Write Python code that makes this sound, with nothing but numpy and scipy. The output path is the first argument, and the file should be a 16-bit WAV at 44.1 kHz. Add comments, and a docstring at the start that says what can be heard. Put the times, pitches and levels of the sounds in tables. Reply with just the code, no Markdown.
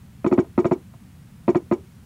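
"""Outdoors, at a camera's housing: nine low knocks in short runs, most likely the iris drive stepping.
In each step the drive ticks loose, thumps and lands. The impacts excite the damped modes of the housing,
while the gear teeth, a slowing impulse train, give a brief buzz. Two light touches only tick.
Behind them lie a faint rumble and a steady hiss."""
import sys
import numpy as np
from scipy import signal
from scipy.fft import rfft, irfft
from scipy.io import wavfile

SR = 44100
rng = np.random.default_rng(int(sys.argv[2]) if len(sys.argv) > 2 else 0)


def wav_record(signal):
    """Record a signal, one row per channel, as 16-bit PCM in the file named by sys.argv[1]."""
    frames = np.transpose(np.atleast_2d(signal))
    bounded = np.clip(frames, -1, 1)
    # unit amplitude maps onto the largest positive 16-bit level
    quanta = np.round(bounded * 32767).astype(np.int16)
    wavfile.write(sys.argv[1], SR, quanta)


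N = 90404
AGE = np.arange(SR // 4) / SR  # time since an excitation [s]


def from_db(db):
    """Amplitude grows tenfold for every 20 dB."""
    return 10 ** (np.asarray(db) / 20)


def decay(t60):
    """Exponential damping: 60 dB are lost in t60 seconds."""
    return np.exp(-np.log(1000) * AGE / t60)


def ring(hz, t60):
    """The impulse response of one mode is a damped sinusoid."""
    return np.sin(2 * np.pi * hz * AGE) * decay(t60)


def contact_rise(rise_s=0.00031):
    """An elastic contact takes a finite time to build up."""
    return (1 - np.exp(-AGE / rise_s)) ** 2


def noise(spectrum, size):
    """Spectral shaping colours white noise; the result has unit rms."""
    hz, db = np.transpose(spectrum)
    bins = np.maximum(np.fft.rfftfreq(size, 1 / SR), 1)
    gain = from_db(np.interp(np.log(bins), np.log(hz), db))
    x = irfft(rfft(rng.standard_normal(size)) * gain, size)
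    return x / np.std(x)


def add(out, start_s, sound):
    """Superposition: a delayed sound adds linearly to the rest."""
    out += np.interp(np.arange(N) - start_s * SR, np.arange(len(sound)), sound, left=0, right=0)


# Spectra of the outdoor rumble and the hiss: (frequency [Hz], relative density [dB])
RUMBLE_SPECTRUM = [(20, -26), (40, -13), (80, 3.5), (110, 0.5), (180, 2.5), (250, -8.5), (330, -21),
                   (450, -52.5), (900, -40.5)]
HISS_SPECTRUM = [(200, 10), (600, 0.5), (1200, -0.5), (2500, -4), (5000, -11.5), (10000, -11.5),
                 (15500, -21)]

def background(rumble_db=-45.5, hiss_db=-58):
    """Stationary noise: a low rumble lies under a broadband hiss."""
    return from_db(rumble_db) * noise(RUMBLE_SPECTRUM, N) + from_db(hiss_db) * noise(HISS_SPECTRUM, N)


# Modes of the housing: (frequency [Hz], T60 [s], level on the tick [dB], level on the landing [dB])
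HOUSING_MODES = [(232.5, 0.096, -21, -19.5), (268.5, 0.11, -28, -28.5), (349.2, 0.082, -29, -8),
                 (379.6, 0.11, -38.5, -14.5), (549, 0.041, -19, -27), (670, 0.074, -21.5, -25),
                 (834, 0.12, -45.5, -38.5), (927.6, 0.092, -26, -41.5), (1020.7, .11, -28, -53.5),
                 (1243, 0.056, -28, -32), (1425, 0.06, -43, -41.5), (1888, 0.065, -37.5, -48),
                 (2142, 0.023, -35.5, -50.5), (2483, 0.026, -35.5, -39), (4296, 0.021, -62, -51.5)]

def housing(landed, spread_db=0.5):
    """Modal superposition: the modes sum with alternating signs, a little differently on each blow."""
    out = 0
    for k, (hz, t60, tick_db, landing_db) in enumerate(HOUSING_MODES):
        db = landing_db if landed else tick_db
        db += rng.normal(0, spread_db) * min(1, hz / 1000)
        out += (-1) ** k * from_db(db) * ring(hz, t60)
    return out * contact_rise()


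# Spectrum of a contact's crack: (frequency [Hz], relative density [dB])
CRACK_SPECTRUM = [(100, -28), (400, 7.5), (700, 14.5), (1300, 5), (1600, -2.5), (2600, -10), (3000, -18),
                  (4400, -22), (5000, -35), (7500, -30), (10000, -78.5)]

def crack(db, t60):
    """Modal overlap: the dense vibration of an impact acts as quickly decaying noise."""
    return from_db(db) * noise(CRACK_SPECTRUM, len(AGE)) * decay(t60) * contact_rise()


def tick():
    """Impulsive excitation: the drive comes loose and sets the housing ringing."""
    return housing(landed=False) + crack(db=-26, t60=0.06)


def thump(db=3, rise_s=0.0037):
    """A gradual force excites mainly low frequencies: the drive jumps and shoves the housing."""
    return -from_db(db) * ring(hz=290.6, t60=0.02) * (1 - np.exp(-AGE / rise_s))


def landing(jolt_db=-5.5):
    """Momentum transfer: the drive stops with a heavily damped jolt and a crack."""
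    jolt = -from_db(jolt_db) * ring(hz=157, t60=0.017) * contact_rise()
    return jolt + crack(db=-17.5, t60=0.027)


# Spectrum of the housing's dull tail: (frequency [Hz], relative density [dB])
TAIL_SPECTRUM = [(100, -26.5), (350, 17), (520, -1), (1200, -13), (2000, -32.5), (4000, -39)]

def ringing(tail_db=-24):
    """Free decay: after the landing the housing rings on into a dull tail."""
    modes = housing(landed=True)
    tail = from_db(tail_db) * noise(TAIL_SPECTRUM, len(AGE)) * decay(t60=0.19)
    return modes + tail * contact_rise()


# Resonances struck by the gear teeth: (frequency [Hz], T60 [s], level [dB], swell's Gaussian width [s])
GEAR_MODES = [(2270, 0.0099, -38, 0.0087), (2860, 0.013, -56, .014), (3430, 0.0041, -48.5, 0.012),
              (4550, 0.0071, -51, 0.0037), (5580, .009, -47.5, .007), (6620, .008, -46, 0.006),
              (7240, .007, -44.5, 0.0047), (7900, .007, -58.5, 0.0055)]

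def gear_buzz(tooth_hz=343, slowing_hz_per_s=950, peak_s=0.014):
    """Forced vibration: a slowing train of tooth impacts drives resonances that swell and fade."""
    teeth_passed = np.floor(np.cumsum(tooth_hz - slowing_hz_per_s * AGE) / SR)
    impacts = np.diff(teeth_passed, prepend=0)
    out = 0
    for hz, t60, db, width_s in GEAR_MODES:
        swell = np.exp(-0.5 * ((AGE - peak_s) / width_s) ** 2)
        out += from_db(db) * signal.fftconvolve(impacts * swell, ring(hz, t60))[:len(AGE)]
    return out


# Steps of the drive: (time [s], tick level [dB], thump delay [s], thump level [dB],
# landing delay [s], landing level [dB], ringing level [dB])
DRIVE_STEPS = [(0.2444, -1, 0.0032, -1, 0.019, 0, 0), (0.3135, -5.5, 0.0041, 2.5, 0.011, -2, 3),
               (0.3775, -1, 0.004, 5, .0110, 4, 1), (0.5777, -0.5, .0024, 5, 0.0097, -1.5, 1.5),
               (0.6442, -2.5, 0.0044, -3, 0.009, 2, 0.5), (0.711, -3, 0.0039, 2, 0.0077, 0.5, 0),
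               (1.4788, 1.5, 0.0025, 2, .0100, 0, 2.5), (1.5473, -2.5, 0.0061, -17, 0.008, 2, 0),
               (1.7123, -2, .0022, 2.5, .0098, -1.5, 1)]
# Light touches of the drive: (time [s], tick level [dB])
DRIVE_TOUCHES = [(0.4436, -24), (0.9368, -27)]

def iris_drive(low_hz=119.5, high_hz=7700):
    """Structure-borne sound: the housing passes the steps and touches as a band-pass filter."""
    out = np.zeros(N)
    for start_s, tick_db, thump_s, thump_db, landing_s, landing_db, ring_db in DRIVE_STEPS:
        add(out, start_s, from_db(tick_db) * tick())
        add(out, start_s + thump_s, from_db(thump_db) * thump())
        knock = from_db(landing_db) * landing() + from_db(ring_db) * ringing()
        add(out, start_s + landing_s, knock + gear_buzz())
    for start_s, db in DRIVE_TOUCHES:
        add(out, start_s, from_db(db) * tick())
    out = signal.sosfilt(signal.butter(2, low_hz, "high", fs=SR, output="sos"), out)
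    return signal.sosfilt(signal.butter(6, high_hz, fs=SR, output="sos"), out)


def scene():
    """Superposition of the drive and the background, in mono."""
    return (iris_drive() + background())[None]


def record(dry):
    """Band limiting: a steep low-pass filter removes the highest treble."""
    cutoff_hz = 15750
    return signal.sosfilt(signal.ellip(12, .1, 80, cutoff_hz, fs=SR, output="sos"), dry)


dry = scene()
out = record(dry)
wav_record(out)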